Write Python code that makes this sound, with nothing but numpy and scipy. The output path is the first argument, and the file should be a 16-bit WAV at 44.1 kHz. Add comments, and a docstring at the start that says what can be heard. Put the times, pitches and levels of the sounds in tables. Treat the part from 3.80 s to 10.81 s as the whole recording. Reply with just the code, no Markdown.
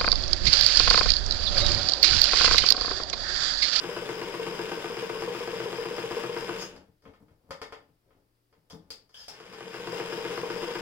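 """An electric sewing machine on a wooden case stitches thick cloth, eight stitches a second.
Each stitch is a needle knock and a feed rattle over gear clatter and motor hiss. The pedal squeaks
and the machine stops; the presser foot clacks up, hands turn the cloth, the foot is set down,
and the machine gathers speed again. A small room adds a short echo."""
import sys
import numpy as np
from scipy import signal
from scipy.fft import rfft, irfft
from scipy.io import wavfile

SR = 44100
rng = np.random.default_rng(int(sys.argv[2]) if len(sys.argv) > 2 else 0)


def file_out(sig):
    """Save sig as 16-bit WAV at sys.argv[1]."""
    # one column per channel
    cols = np.atleast_2d(sig).T
    # limit, then scale
    lim = np.clip(cols, -1, 1)
    pcm = np.round(lim * 32767).astype(np.int16)
    wavfile.write(sys.argv[1], SR, pcm)


N = 309121
TIME = np.arange(N) / SR
FREQS = np.fft.rfftfreq(N, 1 / SR)
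TAIL = TIME[:SR // 2]  # time axis for one hit dying away


# Notes of the bed and wooden case: f/Hz, t60/s (time to fade 60 dB), needle level/dB, feed level/dB
CASE_MODES = [(128.4, 0.17, -18, -34), (182.1, 0.13, -12, -19), (316.7, 0.22, -15, -20.5),
              (350, 0.086, 6, -18), (399, 0.1, -18, -4.5), (458.2, 0.12, 3, 4.5), (475.9, 0.19, -9, -5.5),
              (591, 0.45, -29, -20), (677.6, 0.21, -21, -27), (806, 0.25, -36, -20.5),
              (924, 0.13, -7.5, -13), (1029, 0.042, 0.5, -1.5), (1520, 0.031, 5, -22.5)]
# Tone of the needle's knock: f/Hz, level/dB
KNOCK_TONE = [(100, -58.5), (300, -5), (700, 8), (1300, 8.5), (1900, 2.5), (3000, 0.5), (6000, -45),
              (15000, -55.5)]
# Tone of a bright metal tick, also used by the clacks: f/Hz, level/dB
TICK_TONE = [(1500, -6), (3000, -7.5), (4000, -3), (4900, 10), (5900, -4), (6800, -3.5), (9000, -11),
             (12000, -15.5), (15500, -21)]

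def needle(base_db=-29, boom_growth=.6, rattle_s=.0022, rebound_s=.014, crunch_s=.0066):
    """The needle ticks and crunches into the cloth, its bar knocks and slaps back, the case booms."""
    at, accent_db = strokes(0, spread_db=.82, power=.91)
    db = base_db + accent_db
    boom_db = db + 2 + boom_growth * accent_db  # hard blows boom far more than soft ones
    case = ring([(hz, t60, level) for hz, t60, level, _ in CASE_MODES], attack_s=.013)
    boom = through(taps(at - .00259, undb(boom_db)), case)
    knock = crack(KNOCK_TONE)
    slap = sum(strike(t, level, knock, rattle_s) + strike(t + rebound_s, level - 5, knock, rattle_s)
               for t, level in zip(at, db))
    bell_curve = np.exp(-((TAIL - TAIL.mean()) / crunch_s) ** 2)
    piercing = signal.fftconvolve(taps(at + .0026, undb(db)), bell_curve, mode="same")
    crunch = piercing * noise(slope(KNOCK_TONE, FREQS))
    tick = through(taps(at, undb(db - 18.5)), crack(TICK_TONE))
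    return tick + undb(-10) * crunch + undb(-8.5) * slap + boom


def feed(base_db=-26.5, scatter_s=.002042):
    """The toothed bar that moves the cloth rattles the case three times a stitch, never twice alike."""
    force = 0
    for part, part_db in [(.435, 0), (.63, -6.5), (.77, -13)]:  # it drops, slides back, lifts
        at, db = strokes(part, spread_db=1.8, power=1.65)
        late = scatter_s * rng.standard_normal(size=64)[:len(at)]
        force = force + chatter(at + late, base_db + part_db + db, length_s=.016, loose=.3)
    return through(force, ring([(hz, t60, db) for hz, t60, _, db in CASE_MODES], attack_s=.0032))


def shuttle(thud_db=-45, hz=188, t60=.19):
    """The shuttle, which carries the lower thread, thuds softly as it reverses twice a stitch."""
    force = 0
    for part in (.26, .62):
        at, db = strokes(part, spread_db=1.8, power=.5)
        force = force + taps(at, undb(thud_db + db))
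    return through(force, ring([(hz, t60, 0), (CASE_MODES[3][0], t60, -8)], attack_s=.012))


# Runs of sewing: motor on t/s, first stitch t/s, motor off t/s, top stitch rate f/Hz
RUNS = [(-1, 0.041, 2.72, 8.079), (5.49, 5.602, 7.5, 8.025)]

def strokes(part, spread_db, power, stick_s=.086, spin_up_s=.121, sag_hz_per_s=.07, coast_s=.565):
    """Times and relative levels of a blow that comes once a turn, `part` of a turn after the needle."""
    times = []
    for on, first, off, top_hz in RUNS:
        # the shaft sticks, spins up, slows a little under load and coasts to a stop
        age = np.maximum(TIME - on - stick_s, 0)
        coast = 1 - np.clip((TIME - off) / coast_s, 0, 1) ** 2
        speed = (top_hz - sag_hz_per_s * age) * (1 - np.exp(-age / spin_up_s)) * coast
        turns = np.cumsum(speed) / SR
        turns = turns - np.interp(first, TIME, turns) - part
        times.extend(TIME[1:][np.diff(np.floor(turns)) > 0])
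    at = np.array(times)
    effort_db = 20 * np.log10(np.interp(at, TIME, effort()) + 1e-6)
    luck = rng.standard_normal(size=64)[:len(at)]
    return at, power * effort_db + spread_db * luck


def effort(start_db=-14.5, swell_s=.64, release_s=.16):
    """How hard the motor works, 0 to 1: it swells, holds, and fades once the power is cut."""
    out = 0
    for on, _, off, _ in RUNS:
        attack = undb(start_db * np.clip(1 - (TIME - on) / swell_s, 0, 1)) * (TIME > on)
        out = out + attack * np.exp(-(np.maximum(TIME - off, 0) / release_s) ** 2)
    return out


# Tone of a gear click: f/Hz, level/dB
GEAR_TONE = [(25, -4.5), (85, -20.5), (130, 3), (200, 2), (250, 0), (480, 13.5), (700, -4), (1050, 0),
             (1900, -2.5), (2800, -0.5), (3400, -0.5), (4100, -11.5), (6000, -14.5), (7300, -14),
             (11000, -24), (15500, -34)]
# Whining notes of the motor: f/Hz, half-width/Hz, level/dB
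MOTOR_WHINE = [(921, 20, -56), (1082, 18, -57.5), (1516, 19, -57.5), (1560, 63, -53.5), (1787, 32, -56),
               (2175, 22, -58.5), (2449, 16, -57.5), (3030, 9, -55.5)]
# Hum of the wooden case at full load: f/Hz, half-width/Hz, level/dB
CASE_HUM = [(33, 14, -63.5), (62.2, 4.4, -66), (451, 10, -51)]

def drive(clicks_per_s=1100, spread_db=4, gears_db=-40):
    """Gears click densely and the motor whines; the case hums as the load gets full."""
    clicks = (rng.random(N) < clicks_per_s / SR) * rng.standard_normal(N)
    clicks *= undb(spread_db * rng.uniform(-.051, 1, N))
    gears = undb(gears_db) * unit(through(clicks, crack(GEAR_TONE)))
    whine, hum = (sum(undb(db) * noise(peak(hz, width)) for hz, width, db in table)
                  for table in (MOTOR_WHINE, CASE_HUM))
    load = effort()
    return load * gears + load ** .87 * whine + load ** 1.8 * hum


# Tone of the motor's brushes, its sliding contacts: f/Hz, level/dB
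BRUSH_TONE = [(150, -29.5), (1200, -6.5), (3100, -10.5), (4200, -21.5), (4750, -13.5), (5030, -3.5),
              (5350, -14.5), (5900, -20), (9000, -27.5)]

def brushes(motor_hz=78.55, hiss_db=-46.5, drift_db=2.2, lean_db=4):
    """The brushes sizzle, swelling once a motor turn; each side gets its own hiss, the left louder."""
    angle = 2 * np.pi * motor_hz * TIME + .62 * noise(peak(0, .76))
    flicker_db = noise(peak(31, 36)) + drift_db * noise(peak(4.83, .11))
    bursts = unit(np.exp(.14 * np.cos(angle))) * undb(flicker_db)
    level = undb(hiss_db) * effort() ** 1.44 * bursts
    sides = [room(level * noise(slope(BRUSH_TONE, FREQS)), wet_db=-12, bass_wet_db=-9.5)[ear]
             for ear in range(2)]
    return np.array(sides) * undb([[lean_db], [-lean_db]])


# Tone of a sharp steel click, also used by the snaps: f/Hz, level/dB
STEEL_TONE = [(1000, 7), (3000, 14), (6500, 11.5), (9000, 5.5), (13000, -2.5), (15500, 0)]

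def joints(ticks_per_s=110, tick_db=-61, spread_db=3):
    """Slightly loose steel joints add a fine, bright ticking."""
    ticks = (rng.random(N) < ticks_per_s / SR) * undb(tick_db + spread_db * rng.uniform(-1.2, 1, N))
    return through(ticks * effort(), crack(STEEL_TONE))


# Clacks of steel on the iron head: t/s, level/dB, treble level/dB, wood f/Hz, boosted head f/Hz
STEEL_CLACKS = [(2.962, -60, 4.5, 455, 1500), (3.222, -61, -7, 455, 1800), (3.24, -62, -8, 460, 1800),
                (3.254, -46, -30, 523, 900), (3.336, -52, -17, 455, 1500), (3.483, -60, -18, 455, 910),
                (3.707, -30.5, -11, 550, 1300), (3.8162, -30.5, -11.5, 456, 1800),
                (3.9232, -34, -16, 450, 910), (4.306, -59, -24, 445, 1200), (4.727, -57, -14.5, 455, 900),
                (4.907, -46.5, -2.5, 523, 900), (5.293, -59, -4, 446, 1800), (5.537, -46, -7, 467, 1500),
                (5.607, -51, -3, 455, 1500), (5.653, -46, -11, 463, 1500), (5.733, -39, -11, 460, 1050)]
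# Notes of the machine's iron head: f/Hz, t60/s, level/dB
HEAD_MODES = [(289, 0.17, -3.5), (586, 0.22, 3), (806, 0.072, -1), (927, 0.11, -3.5), (1049, 0.065, 7.5),
              (1264, 0.073, 5.5), (1440, 0.074, -12), (1526, 0.11, -14), (1793, 0.12, -4), (2166, 0.11, -7),
              (3230, .1, -12), (3805, .1, -5), (4811, .14, -3), (6760, .1, -16)]
# Tone of a clack's body: f/Hz, level/dB
CLACK_TONE = [(100, -8), (280, -13.5), (480, 0.5), (660, 4.5), (880, 1), (1250, 6.5), (1580, 2.5),
              (1900, 3), (2500, -2), (3300, -0.5), (4000, -25), (8000, -47)]

def clacks(spot_db=2.5, boost_db=7, boost_width_hz=300):
    """Steel clacks on the iron head and the case answers: the presser foot (it holds the cloth)
    and its lever, and the mechanism ticking as it stops and starts slowly."""
    body, tick = crack(CLACK_TONE), crack(TICK_TONE)
    out = 0
    spots = rng.standard_normal((len(STEEL_CLACKS), len(HEAD_MODES)))  # each spot rings differently
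    for (at, db, treble_db, wood_hz, head_hz), spot in zip(STEEL_CLACKS, spots):
        modes = []
        for (hz, t60, level), luck in zip(HEAD_MODES, spot):
            nearness = np.exp(-((hz - head_hz) / boost_width_hz) ** 2)
            modes.append((hz, t60, level + spot_db * luck + boost_db * nearness))
        iron = undb(-10.5) * ring(modes, attack_s=.000096)
        wood = undb(-8.5) * ring([(wood_hz, .039, 0)], attack_s=.01)
        clack = iron + wood + undb(-7) * body + undb(treble_db - 1) * tick
        out = out + strike(at, db, clack, rebound_s=.00258)
    return out


# Snaps of steel parts: t/s, level/dB, ring f/Hz, click level/dB, mount level/dB, mount f/Hz
STEEL_SNAPS = [(4.8995, -41.5, 3300, -12, -13, 510), (4.9035, -44.5, 5120, -12, 0, 686),
               (5.1043, -27, 4630, -13, -8.5, 490), (5.343, -33.5, 3090, -20, -12, 1640),
               (5.4819, -27.5, 5040, -13, -5, 810)]

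def snaps(spacing=.028, steel_t60=.017, mount_t60=.012):
    """Small steel parts click, ring briefly on five close notes and knock on their mount."""
    out = 0
    for at, db, hz, click_db, mount_db, mount_hz in STEEL_SNAPS:
        notes = ring([(hz * (1 + k * spacing), steel_t60, -.3 * k) for k in range(5)], attack_s=.0012)
        steel = undb(-12) * notes + undb(click_db) * crack(STEEL_TONE)
        mount = ring([(mount_hz, mount_t60, 0)], attack_s=.0029) + undb(-5) * crack(CLACK_TONE)
        out = out + strike(at, db, steel + undb(mount_db - 13) * mount, rebound_s=.0017)
    return out


# Squeaks of the pedal: middle t/s, length/s, level/dB, favoured f/Hz
SQUEAKS = [(2.815, 0.06, -41, 6840), (5.402, 0.1, -49.5, 4950)]
# Notes of the pedal's hinge: f/Hz, width/Hz, level/dB
HINGE_NOTES = [(1700, 150, 4.5), (3120, 720, -2), (5100, 710, -2), (6630, 170, -5.5), (8260, 350, -16)]
# Tone of the hinge rubbing: f/Hz, level/dB
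RUB_TONE = [(300, 2), (1000, 6.5), (4000, -4), (8000, -4), (15500, -10)]

def pedal(rub_db=-8, slip_db=3, slip_hz=120):
    """The pedal's hinge sticks and slips: a broad rub that makes the hinge sing."""
    hinge = sum(undb(db) * peak(hz, width / 2) for hz, width, db in HINGE_NOTES)
    slips = undb(slip_db * noise(peak(0, slip_hz)))
    out = 0
    for at, length, db, hz in SQUEAKS:
        squeak = noise(hinge * np.sqrt(peak(hz, 1100)))
        rub = undb(rub_db) * noise(slope(RUB_TONE, FREQS))
        out = out + undb(db) * swell(at, length) * (squeak + rub)
    return out * slips


# Bumps of hands on the machine's flat bed: t/s, level/dB, f/Hz
HAND_BUMPS = [(3.083, -63, 129), (3.252, -56.5, 198), (3.402, -59, 213), (3.422, -59.5, 138),
              (3.51, -63, 124), (3.691, -55.5, 160), (4.086, -66, 143), (4.776, -68.5, 153),
              (4.928, -47.5, 177), (4.945, -48, 184)]
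# Tone of skin slapping cloth: f/Hz, level/dB
SKIN_TONE = [(70, -32), (170, 0), (450, -2), (1000, -10.5), (3000, -35)]

def hands(thud_db=8.5, slap_db=1, t60=.059):
    """Soft hands wake only the low notes of the case, with a dull slap."""
    case = [(CASE_MODES[row][0], t60, db) for row, db in [(2, -11), (3, -14), (5, -13)]]
    slap = undb(slap_db) * crack(SKIN_TONE)
    out = 0
    for at, db, hz in HAND_BUMPS:
        thud = undb(thud_db) * ring([(hz, t60, 0)] + case, attack_s=.0053)
        out = out + strike(at, db, thud + slap, rebound_s=.0045)
    return out


# Pushes of the cloth: middle t/s, length/s, level/dB
CLOTH_PUSHES = [(2.947, 0.12, -51), (3.27, 0.059, -52.5), (3.504, 0.081, -63.5), (3.68, 0.17, -66),
                (3.936, 0.23, -60.5), (4.334, 0.19, -65.5), (4.752, 0.062, -70), (5.088, 0.35, -64.5)]
# Tone of sliding cloth: f/Hz, level/dB
CLOTH_TONE = [(60, 3), (170, 10), (420, 8.5), (700, 2), (1400, -10), (2500, -19), (6000, -26), (15000, -52)]

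def cloth(grip_db=3, catch_hz=21):
    """Cloth and sleeve drag over the bed in small catches."""
    motion = sum(undb(db) * swell(at, length) for at, length, db in CLOTH_PUSHES)
    return noise(slope(CLOTH_TONE, FREQS)) * motion * undb(grip_db * noise(peak(0, catch_hz)))


# Tone of the still room: f/Hz, level/dB
AIR_TONE = [(15, -22.5), (25, 1.5), (71, -11), (122, -21), (240, -17), (297, -12), (804, -27), (919, -27),
            (4040, -35), (5010, -32), (6380, -40.5), (10600, -35), (15500, -37)]

def room_air(air_db=-75, hum_db=-79, hum_hz=118):
    """Still room air with a faint mains hum."""
    tone = slope(AIR_TONE, FREQS)
    shared = noise(tone)
    side = undb(-4) * noise(tone * np.minimum(FREQS / 900, 1))
    hum = undb(hum_db) * np.sqrt(2) * np.sin(2 * np.pi * hum_hz * TIME)
    return undb(air_db) * np.array([shared + side, shared - side]) + hum


def room(x, wet_db, bass_wet_db, top_wet_db=1, low_t60=.31, high_t60=.22):
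    """Direct sound plus the walls' echo ("wet") at two close microphones, which share the bass."""
    hz = np.fft.rfftfreq(len(TAIL), 1 / SR)
    treble = np.clip(hz / 8000, 0, 1)
    echoes = rng.standard_normal((2, len(TAIL))) * np.clip(TAIL / .0006 - .5, 0, 1)
    low, high = (echoes * undb(-60 * TAIL / t60) * np.sqrt(2 * np.log(1000) / (t60 * SR))
                 for t60 in (low_t60, high_t60))
    shared, side = rfft(low) * (1 - treble) + rfft(high) * treble
    alike = 1 / (1 + (hz / 750) ** 2)
    shared *= np.sqrt((1 + alike) / 2)
    side *= np.sqrt((1 - alike) / 2)
    wet = slope([(450, bass_wet_db), (1200, wet_db), (9000, wet_db), (14000, top_wet_db)], hz)
    ears = [(1 + wet * echo) / np.sqrt(1 + wet ** 2) for echo in (shared + side, shared - side)]
    return np.array([through(x, irfft(ear, len(TAIL))[:-SR // 10]) for ear in ears])


def undb(db):
    """Turn decibels into a gain to multiply by."""
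    return 10 ** (np.asarray(db) / 20)


def unit(x):
    """Scale to an average strength (rms) of 1."""
    return x / np.sqrt(np.mean(x ** 2))


def blow(x):
    """Scale to the energy of 10 ms at rms 1."""
    return x / np.sqrt(np.sum(x ** 2) / (.01 * SR))


def slope(points, hz):
    """Gain at hz along a line through (f/Hz, level/dB) points, on a log frequency axis."""
    f, db = np.transpose(points)
    return undb(np.interp(np.log(hz + 1), np.log(f), db))


def peak(hz, half_width):
    """A hill of gain around one frequency."""
    return 1 / (1 + ((FREQS - hz) / half_width) ** 2)


def noise(gain):
    """Noise of rms 1, shaped by a gain for each frequency."""
    return unit(irfft(rfft(rng.standard_normal(N)) * gain, N))


def swell(middle_s, length_s):
    """The smooth rise and fall of one movement."""
    return np.exp(-(2 * (TIME - middle_s) / length_s) ** 2)


def crack(points):
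    """The shortest click with this tone, its energy packed at the start."""
    size = len(TAIL)
    cepstrum = irfft(np.log(slope(points, np.fft.rfftfreq(size, 1 / SR))), size)
    cepstrum[1:size // 2] *= 2
    cepstrum[size // 2 + 1:] = 0
    return blow(irfft(np.exp(rfft(cepstrum)), size))


def ring(modes, attack_s):
    """A struck body's fading notes (f/Hz, t60/s, level/dB); the blow takes attack_s to spread."""
    rise = 1 - np.exp(-TAIL / attack_s)
    notes = sum(undb(db - 60 * TAIL / t60) * np.sin(2 * np.pi * hz * TAIL) for hz, t60, db in modes)
    return blow(rise * notes)


def through(x, response):
    """Pass x through a body or a room."""
    return signal.fftconvolve(x, response)[:len(x)]


def taps(times, sizes):
    """One-sample spikes at the given times."""
    at = np.round(np.ravel(times) * SR).astype(int)
    inside = (at >= 0) & (at < N)
    return np.bincount(at[inside], np.ravel(sizes)[inside], N)


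def chatter(times, db, length_s, loose):
    """Hard hits, each followed by a dying buzz of tiny bounces."""
    buzz = np.exp(-TAIL / length_s) * np.sqrt(2 / (length_s * SR))
    spread = np.sqrt(np.abs(through(taps(times, undb(db) ** 2), buzz ** 2)))
    return taps(times, undb(db)) + loose * spread * rng.standard_normal(N)


def strike(at, db, response, rebound_s):
    """One hit, spread over quick bounces that keep the tone of the struck part."""
    age = TAIL[:SR // 10]
    force = rng.standard_normal(len(age)) * np.exp(-age / rebound_s)
    for _ in range(3):  # make all frequencies equally strong, then shorten again
        flat = irfft(np.exp(1j * np.angle(rfft(force))), len(age))
        force = flat * np.exp(-age / (10 * rebound_s))
    sound = undb(db) * through(response, force / np.linalg.norm(force))
    return np.pad(sound, (max(round(at * SR), 0), N))[:N]


def scene():
    """Machine, hands and pedal in the small room."""
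    machine = room(needle() + feed() + shuttle() + drive() + joints(), wet_db=-1.5, bass_wet_db=-9)
    handling = room(clacks() + snaps() + hands() + cloth() + pedal(), wet_db=11, bass_wet_db=-2)
    return machine + brushes() + handling + room_air()


# How much louder the left side is than the right: f/Hz, level/dB
BALANCE = [(60, 5), (500, 4.5), (1200, 3), (3000, 2), (4200, 5.5), (5500, 6), (6300, -7.5), (8000, -0.5),
           (15000, -4.5)]

def record(dry, left_lag_s=.00009, top_hz=15900):
    """The left microphone hears later and, below the high treble, louder; the very top is cut."""
    lean = np.sqrt(slope(BALANCE, FREQS))
    delay = np.exp(-2j * np.pi * FREQS * left_lag_s)
    heard = irfft(rfft(dry) * np.array([lean * delay, 1 / lean]), N)
    return signal.sosfilt(signal.ellip(10, .2, 70, top_hz, fs=SR, output="sos"), heard)


dry = scene()
out = record(dry)
file_out(out)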